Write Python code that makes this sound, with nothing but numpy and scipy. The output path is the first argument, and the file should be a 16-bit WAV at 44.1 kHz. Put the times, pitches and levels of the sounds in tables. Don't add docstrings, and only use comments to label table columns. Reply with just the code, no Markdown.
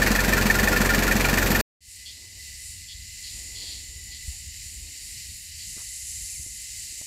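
import sys
import numpy as np
from scipy import signal
from scipy.fft import rfft, irfft, next_fast_len
from scipy.io import wavfile
from scipy.ndimage import uniform_filter1d

SR = 44100
rng = np.random.default_rng(int(sys.argv[2]) if len(sys.argv) > 2 else 0)


def digitize_waveform(pressure):
    field = np.atleast_2d(pressure).T
    bounded = np.clip(field, -1, 1)
    quanta = np.round(bounded * 32767).astype(np.int16)
    wavfile.write(sys.argv[1], SR, quanta)


def ratio_of_db(decibels):
    return 10 ** (np.asarray(decibels, float) / 20)


N = 311346


def time():
    return np.arange(N) / SR


def level(x, db):
    return x * ratio_of_db(db) / np.sqrt(np.mean(x ** 2))


def curves(rows):
    s, *columns = np.transpose(rows)
    return [np.interp(time(), s, c) for c in columns]


def colour(x, points):
    hz, db = np.transpose(points)
    size = next_fast_len(N)
    log_hz = np.log(np.arange(size // 2 + 1) * SR / size + 1)
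    gain = ratio_of_db(np.interp(log_hz, np.log(hz), db))
    return level(irfft(rfft(x, size) * gain, size)[:N], 0)


def ring(x, hz, width_hz):
    return signal.lfilter(*signal.iirpeak(hz, hz / width_hz, SR), x)


def noise():
    return rng.standard_normal(N)


def walk(rate_hz):
    k = int(SR / rate_hz)
    held = np.repeat(rng.standard_normal(N // k + 1), k)
    return 1.3 * uniform_filter1d(uniform_filter1d(held, k), k)[:N]


def window(start_s, length_s, rise_s):
    inside_s = np.minimum(time() - start_s, start_s + length_s - time())
    return np.clip(inside_s / rise_s, 0, 1)


def struck(s, hz, rise_s, t60_s):
    out, first = np.zeros(N), int(np.ceil(s * SR))
    part = out[first:first + int(2 * t60_s * SR)]
    since = (first + np.arange(len(part))) / SR - s
    envelope = (1 - np.exp(-since / rise_s)) * 1000 ** (-since / t60_s)
    part += envelope * np.sin(2 * np.pi * hz * since)
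    return out


def clicks(rate_hz, jitter, scatter_db):
    phase = rng.random() + np.cumsum(rate_hz * (1 + jitter * walk(40)) / SR)
    wraps = np.diff(np.floor(phase), prepend=0) > 0
    return wraps * ratio_of_db(scatter_db * noise()) * np.sign(noise())


def power_tail(x, t60_s):
    keep = 1000 ** (-2 / t60_s / SR)
    return np.sqrt(signal.lfilter([1 - keep], [1, -keep], x ** 2))


def trees(x, t60_s, wet_db):
    return x + ratio_of_db(wet_db) * noise() * power_tail(x, t60_s)


FIRING_HZ, FIRST_FIRING_S, CUT_S = 22.88, .0165, 1.612


def since_firing(lag_s):
    late = (time() - FIRST_FIRING_S) * FIRING_HZ - lag_s * FIRING_HZ
    return (late % 1) / FIRING_HZ, np.floor(late).astype(int)


# (multiple of firing rate [1], mean level [dB rms])
HUM_LINES = [(1, -47.5), (2, -27.5), (4, -35.5), (5, -53), (6, -39), (9, -36), (10, -42), (11, -43.5),
             (18, -41), (22, -41), (24, -48)]


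def hum():
    beat = (time() - BOOM_FIRST_S) * FIRING_HZ
    return sum(np.sqrt(2) * ratio_of_db(db + 0.26 * walk(10)) * np.sin(2 * np.pi * k * beat)
               for k, db in HUM_LINES)


# (frequency [Hz], relative density [dB per Hz])
FAN_SPECTRUM = [(32, -33), (55, -2.5), (159, -7.5), (216, -3), (1160, -13), (1810, -17), (2080, -19),
                (7630, -33), (9440, -35.5), (12800, -36), (15500, -33)]


def fan():
    flutter_db = .7 * walk(20)
    return ratio_of_db(-26.5 + flutter_db) * colour(noise(), FAN_SPECTRUM)


# (lag after firing [s], decay [s], relative level [dB])
CLATTER_BURSTS = [(.0015, 0.0073, 1.5), (.0115, 0.011, 4)]
CLATTER_SCATTER_DB = 1.1
CLATTER_BED_DB = -7.5


def clatter_gate():
    gate = ratio_of_db(CLATTER_BED_DB)
    for lag_s, decay_s, db in CLATTER_BURSTS:
        since, firing = since_firing(lag_s)
        size_db = db + CLATTER_SCATTER_DB * rng.standard_normal(N // 1000)[firing]
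        gate = gate + ratio_of_db(size_db) * np.exp(-since / decay_s)
    return level(uniform_filter1d(gate, size=130), 0)


# (frequency [Hz], relative density [dB per Hz])
CLATTER_SPECTRUM = [(350, -45.5), (600, -12.5), (1270, -16), (1380, -10.5), (1780, -1.5), (2100, -12),
                    (2470, -7), (3070, -17.5), (7640, -15.5), (9370, -24), (12800, -21), (15500, -27)]


def clatter(gate):
    return ratio_of_db(-26.5) * gate * colour(noise(), CLATTER_SPECTRUM)


# (frequency [Hz], width [Hz], level before flutter [dB rms])
COVERS = [(4390, 320, -40.5), (12920, 450, -39.5)]


def covers(gate):
    return sum(ratio_of_db(1.5 * walk(9.3)) * level(ring(gate * noise(), hz, width_hz), db)
               for hz, width_hz, db in COVERS)


# (frequency [Hz], t60 [s], lag after firing [s], burst decay [s], drive [dB])
KNOCKS = [(1790, 0.06, 0.0028, 0.0041, -37.5), (1414, 0.061, 0.0084, 0.006, -31.5),
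          (2360, 0.018, 0.0062, 0.0037, -31), (1907, 0.013, 0.0039, 0.012, -31)]


def knocks():
    out = 0
    for hz, t60_s, lag_s, burst_s, db in KNOCKS:
        since, firing = since_firing(lag_s)
        size_db = db + 3.2 * rng.standard_normal(N // 1000)[firing]
        burst = np.exp(-since / burst_s) * noise()
        width_hz = np.log(1000) / np.pi / t60_s
        out = out + ring(burst * ratio_of_db(size_db), hz, width_hz) * np.sqrt(SR * t60_s / 4)
    return out


# (time [s], drive before mode gain [dB])
HARD_KNOCKS = [(0.021, -7), (.152, -10.5), (0.188, -5.5), (0.327, -5), (0.4993, -1.5), (0.587, -7.5),
               (0.674, -3.5), (0.7205, -14), (0.7625, -6.5), (0.849, -10), (0.89, -7), (0.936, -9.5),
               (1.112, -6), (1.285, -10), (1.375, -14), (1.549, -8)]
# (frequency [Hz], scatter from blow to blow [Hz], gain [dB])
BLOCK_MODES = [(1784, 18, 2.5), (2382, 120, -7.5)]
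KNOCK_RISE_S, KNOCK_T60_S = .0055, .04


def hard_knocks():
    out = 0
    for hz, scatter_hz, gain_db in BLOCK_MODES:
        for s, db in HARD_KNOCKS:
            blow_hz = hz + scatter_hz * rng.standard_normal()
            out = out + ratio_of_db(db + gain_db) * struck(s, blow_hz, KNOCK_RISE_S, KNOCK_T60_S)
    return out


BRACKET_FIRST_S, BRACKET_HARDEST_S = .0255, 0.79
BRACKET_DB, BRACKET_SAG_DB_PER_S2 = -13, 23


def bracket():
    out = 0
    for s in np.arange(BRACKET_FIRST_S, CUT_S, 4 / FIRING_HZ):
        db = BRACKET_DB - BRACKET_SAG_DB_PER_S2 * (s - BRACKET_HARDEST_S) ** 2
        out = out + ratio_of_db(db) * struck(s, KNOCKS[1][0], rise_s=0.005, t60_s=0.11)
    return out


# (first time [s], frequency [Hz], rise [s], t60 [s], drive [dB])
CAVITY = (.107, 212, .006, .045, -5.5)
BOOM_FIRST_S, BOOM_HZ, BOOM_RISE_S, BOOM_T60_S, BOOM_DB = CAVITY
THUD_HZ, THUD_T60_S, THUD_DB = 165, .04, -11.5


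def booms():
    out = 0
    for s in np.arange(BOOM_FIRST_S, CUT_S, 4 / FIRING_HZ):
        out = out + ratio_of_db(BOOM_DB) * struck(s, BOOM_HZ, BOOM_RISE_S, BOOM_T60_S)
        out = out + ratio_of_db(THUD_DB) * struck(s, THUD_HZ, BOOM_RISE_S, THUD_T60_S)
    return out


# (start [s], length [s], level [dB])
SQUEAKS = [(.42, .2, -49), (.78, .15, -51), (1.36, .27, -40)]
SQUEAK_HZ, SQUEAK_WIDTH_HZ = 12100, 70


def belt(gate):
    squeak = level(ring((1 + gate) * noise(), SQUEAK_HZ, SQUEAK_WIDTH_HZ), 0)
    return squeak * sum(ratio_of_db(db) * window(s, length_s, rise_s=0.038) for s, length_s, db in SQUEAKS)


def engine():
    gate = clatter_gate()
    steady = hum() + fan() + clatter(gate) + covers(gate)
    return steady + knocks() + hard_knocks() + bracket() + booms() + belt(gate)


# (frequency [Hz], relative density [dB per Hz])
CHORUS_SPECTRUM = [(760, -38), (1420, -39), (1820, -14.5), (1990, -9.5), (2300, -13.5), (2950, -9),
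                   (3400, -18.5), (3780, -10.5), (4510, -5.5), (6550, -9.5), (7080, -8), (8150, -5.5),
                   (8670, -12), (11100, -14.5), (15500, -27)]
FADE_IN_S, FADE_RISE_S = 1.806, 0.042
CHORUS_DB, CHORUS_SETTLE_S = -42, 0.76


def crowd():
    singers = sum(clicks(rate_hz, jitter=.03, scatter_db=-1.0)
                  for rate_hz in rng.uniform(120, 420, size=24))
    return colour(trees(singers, t60_s=0.21, wet_db=8.5), CHORUS_SPECTRUM)


# (time [s], mean level [dB], frequency [Hz])
LOW_VOICE = [(1.85, -65, 2015), (2.0, -55, 2012), (3.6, -55, 2015), (4.15, -56.5, 1988), (4.6, -61, 2035),
             (5.5, -61, 2012), (6.4, -58.5, 2055), (7.06, -60.5, 2050)]
LOW_VOICE_CUTOFF_HZ = 30


def low_voice():
    low_db, low_hz = curves(LOW_VOICE)
    lowpass = signal.butter(2, LOW_VOICE_CUTOFF_HZ, fs=SR, output="sos")
    blur = signal.sosfilt(lowpass, noise() + 1j * noise())
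    voice = np.real(blur * np.exp(2j * np.pi * np.cumsum(low_hz) / SR))
    return level(voice, 0) * ratio_of_db(low_db + 2.0 * walk(6))


# (time [s], level [dB])
SHIMMER_LEVEL = [(1.8, -61.5), (3.0, -54), (3.5, -47.5), (5.4, -52.5), (7.06, -55)]
SHIMMER_HZ, SHIMMER_WIDTH_HZ = 7084, 810


def shimmer(far):
    band = ring(ring(far, SHIMMER_HZ, SHIMMER_WIDTH_HZ), SHIMMER_HZ, SHIMMER_WIDTH_HZ)
    return level(band, 0) * ratio_of_db(curves(SHIMMER_LEVEL)[0])


def chorus():
    far = crowd()
    far_db = CHORUS_DB - 4.2 * np.exp(-np.abs(time() - FADE_IN_S) / CHORUS_SETTLE_S)
    return ratio_of_db(far_db + 1.14 * walk(8.4)) * far + low_voice() + shimmer(far)


# (time [s], mean level [dB])
BUFFET_LEVEL = [(1.8, -54), (2.7, -50), (3.5, -50), (4.3, -45.5), (4.95, -51.5), (5.3, -48.5), (5.8, -49.5),
                (7.06, -52)]
# (frequency [Hz], relative density [dB per Hz])
BUFFET_SPECTRUM = [(12, -47.5), (20, -17), (43, 1), (70, 3.5), (90, 0), (141, -14), (190, -17), (350, -31),
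                   (460, -73.5), (770, -120)]


def buffeting():
    return ratio_of_db(curves(BUFFET_LEVEL)[0] + 2.3 * walk(14)) * colour(noise(), BUFFET_SPECTRUM)


# (peak time [s], peak level before flutter [dB], fall [dB per s])
GUSTS = [(2.18, -64, 31), (3.4, -63.5, 58), (3.63, -61, 28), (4.85, -67, 42), (6.35, -74.5, 44),
         (7.06, -72, 18)]
# (frequency [Hz], relative density [dB per Hz])
GUST_SPECTRUM = [(150, -10), (280, 7), (500, -1.5), (900, -8), (1200, -13.5), (2000, -40)]
GUST_RISE_DB_PER_S, CALM_DB = 89, -83


def gust_hiss():
    gusts = ratio_of_db(CALM_DB)
    for s, db, fall_db_per_s in GUSTS:
        below_db = np.maximum((s - time()) * GUST_RISE_DB_PER_S, (time() - s) * fall_db_per_s)
        gusts = gusts + ratio_of_db(db - below_db)
    return gusts * ratio_of_db(2.0 * walk(33)) * colour(noise(), GUST_SPECTRUM)


# (middle [s], Gaussian spread [s], level at middle [dB], brightness [dB per octave])
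SWELLS = [(1.93, .06, -47.5, 2), (2.68, 0.071, -41.5, -1), (3.39, 0.11, -45.5, -4), (3.72, 0.13, -47.5, -5),
          (4.03, .08, -50.5, 4), (4.29, .05, -43, -3), (4.43, .05, -47, -3), (4.74, 0.1, -45.5, 1),
          (5.09, 0.081, -43, -2), (5.38, .09, -45.5, 7)]
# (frequency [Hz], relative density [dB per Hz])
RASP_SPECTRUM = [(3530, -38), (6000, -14), (6390, -26), (6900, -4.5), (7400, -6), (9900, -8),
                 (13100, -21.5), (15500, -27)]


def rasp():
    near = sum(clicks(rate_hz, jitter=.04, scatter_db=5) for rate_hz in rng.uniform(200, 400, size=8))
    near = trees(near, t60_s=0.11, wet_db=15)
    out = 0
    for s, spread_s, db, bright_db in SWELLS:
        tilted = [(hz, g + bright_db * np.log2(hz / 8000)) for hz, g in RASP_SPECTRUM]
        swell = np.exp(-((time() - s) / spread_s) ** 2 / 2)
        out = out + ratio_of_db(db) * swell * colour(near, tilted)
    return out


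# (start [s], length [s], upper mode level [dB], lower mode relative to upper [dB])
BUZZES = [(2.053, 0.069, -44.5, -0.5), (2.874, 0.069, -45.5, 0), (3.228, 0.078, -41.5, -14),
          (3.545, 0.25, -40.5, -7.5), (4.098, 0.098, -45, -9), (5.58, 0.076, -47, -9)]
# (frequency [Hz], width of first pass [Hz])
DRUM_MODES = [(4380, 750), (3450, 600)]
BUZZ_ATTACK_S, BUZZ_RELEASE_SHARE = .01, .25


def buzzes():
    drum = clicks(203.5, jitter=.015, scatter_db=1.5)
    drum = trees(drum + .3 * np.roll(drum, int(.0021 * SR)), t60_s=.05, wet_db=-2.5)
    drum = signal.sosfilt(signal.butter(4, 2400, "high", fs=SR, output="sos"), drum)
    upper, lower = (level(ring(ring(drum, hz, width_hz), hz, 1.7 * width_hz), 0)
                    for hz, width_hz in DRUM_MODES)
    out = 0
    for s, length_s, db, lower_db in BUZZES:
        corners_s = [s, s + BUZZ_ATTACK_S, s + (1 - BUZZ_RELEASE_SHARE) * length_s, s + length_s]
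        gate = np.interp(time(), corners_s, [0, 1, 1, 0])
        out = out + gate * ratio_of_db(db) * (upper + ratio_of_db(lower_db) * lower)
    answer = level(ring(ring(noise(), *DRUM_MODES[0]), 3200, 1800), 0)
    return out + ratio_of_db(-3.0) * answer * power_tail(out, t60_s=0.66)


# (time [s], drive [dB])
THUMPS = [(3.889, -30), (3.958, -27), (4.279, -19.5), (4.468, -27.5), (4.659, -31.5), (6.029, -36),
          (6.393, -30)]
THUMP_HZ = 68.6


def thumps():
    return sum(ratio_of_db(db) * struck(s, THUMP_HZ, rise_s=0.0045, t60_s=0.099) for s, db in THUMPS)


# (start [s], length [s], top frequency [Hz], level before window [dB rms])
HOOTS = [(4.057, 0.082, 825, -71), (4.303, 0.08, 815, -69), (5.553, 0.12, 690, -76)]
HOOT_ARCH, HOOT_TOP_AT = .1, 0.47


def hoots():
    out = 0
    for s, length_s, hz, db in HOOTS:
        bend = [1 - HOOT_ARCH, 1, 1 - HOOT_ARCH / 2]
        arch_hz = hz * np.interp(time(), [s, s + HOOT_TOP_AT * length_s, s + length_s], bend)
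        note = np.sin(2 * np.pi * np.cumsum(arch_hz) / SR) + level(ring(noise(), hz, 200), -12)
        out = out + level(note, db) * window(s, length_s, rise_s=length_s / 3)
    return out


# (time [s], mean level before body and treble gains [dB])
CALL_LEVEL = [(5.55, -50), (5.68, -41.5), (6.05, -40), (6.35, -39), (6.62, -43.5), (7.06, -42)]
# (frequency [Hz], relative density [dB per Hz])
CALL_SPECTRUM = [(2350, -37.5), (4000, -15.5), (6440, -1), (7340, -10.5), (8790, 0), (11200, -8.5),
                 (11500, -11.5), (14000, -14.5), (15500, -41)]
# (frequency [Hz], width [Hz], level relative to treble [dB])
CALL_RINGS = [(10900, 300, -13), (10150, 200, -15)]
CALL_TREBLE_DB, CALL_RINGS_S, CALL_RINGS_FOR_S = -0.5, 5.68, 1


def call():
    drum = sum(clicks(rate_hz, jitter=0.033, scatter_db=3.0) for rate_hz in (175, 290, 330))
    drum = trees(drum, t60_s=.2, wet_db=4.5)
    treble = colour(drum + .13 * np.roll(drum, int(SR / 782)), CALL_SPECTRUM)
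    rings = sum(level(ring(treble, hz, width_hz), db) for hz, width_hz, db in CALL_RINGS)
    treble = treble + window(CALL_RINGS_S, CALL_RINGS_FOR_S, rise_s=0.11) * rings
    body = level(ring(ring(drum, 7170, 1230), 7640, 1600), -2.0)
    envelope = (time() > CALL_LEVEL[0][0]) * ratio_of_db(curves(CALL_LEVEL)[0] + 0.43 * walk(23))
    return envelope * (body + ratio_of_db(CALL_TREBLE_DB) * treble)


# (start [s], height time [s], end [s], level before envelope [dB rms])
RUB = (5.766, 5.8, 5.83, -53)


def scuff():
    start, height, end, db = RUB
    rub = level(ring(noise() * ratio_of_db(3 * walk(300)), 1000, 1200), db)
    return rub * np.interp(time(), [start - .002, start, height, end], [0.02, 0.22, 1, 0.007])


# (time [s], peak level [dB], top frequency [Hz], decay [s])
TAPS = [(5.7665, -38.5, 500, 0.0038), (5.776, -39, 500, 0.004), (6.398, -40, 350, .01),
        (6.463, -38.5, 450, 0.0094), (6.924, -49, 450, .024), (7.013, -37.5, 900, 0.0063),
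        (7.0128, -43, 5000, 0.0012)]


def taps():
    out = 0
    for s, db, top_hz, decay_s in TAPS:
        since = np.abs(time() - s)
        rattle = noise() * np.exp(-since / decay_s)
        push = 0.93 * np.exp(-since * top_hz * 2)
        lowpass = signal.butter(4, top_hz, fs=SR, output="sos")
        dull = signal.sosfilt(lowpass, (time() > s) * (rattle - push))
        out = out + ratio_of_db(db) * dull / np.max(np.abs(dull))
    return out


# (start [s], length [s], first frequency [Hz], peak level [dB])
CHIRPS = [(6.17, .04, 2600, -52), (6.285, .04, 2800, -51), (6.315, .065, 2900, -49.5)]
CHIRP_FALL_HZ_PER_S = 14500


def chirps():
    out = 0
    for s, length_s, first_hz, db in CHIRPS:
        since = time() - s
        cycles = since * (first_hz - CHIRP_FALL_HZ_PER_S * since / 2)
        out = out + ratio_of_db(db) * window(s, length_s, rise_s=length_s / 3) * np.sin(2 * np.pi * cycles)
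    return out


def scene():
    fade = 1 - 0.9 * np.exp(-np.abs(time() - FADE_IN_S) / FADE_RISE_S)
    wind = buffeting() + gust_hiss() + thumps()
    clearing = chorus() + wind + rasp() + buzzes() + hoots() + call() + scuff() + taps() + chirps()
    mono = engine() * (time() < CUT_S) + clearing * fade * (time() > FADE_IN_S)
    return np.array([mono, mono])


def roll_off(x):
    return signal.sosfilt(signal.butter(12, 16230, fs=SR, output="sos"), x)


TOP_HZ = 15560


def record(dry):
    lowpass = signal.ellip(10, .2, 70, TOP_HZ, fs=SR, output="sos")
    mix = signal.sosfilt(lowpass, dry)
    return roll_off(mix)


dry = scene()
out = record(dry)
digitize_waveform(out)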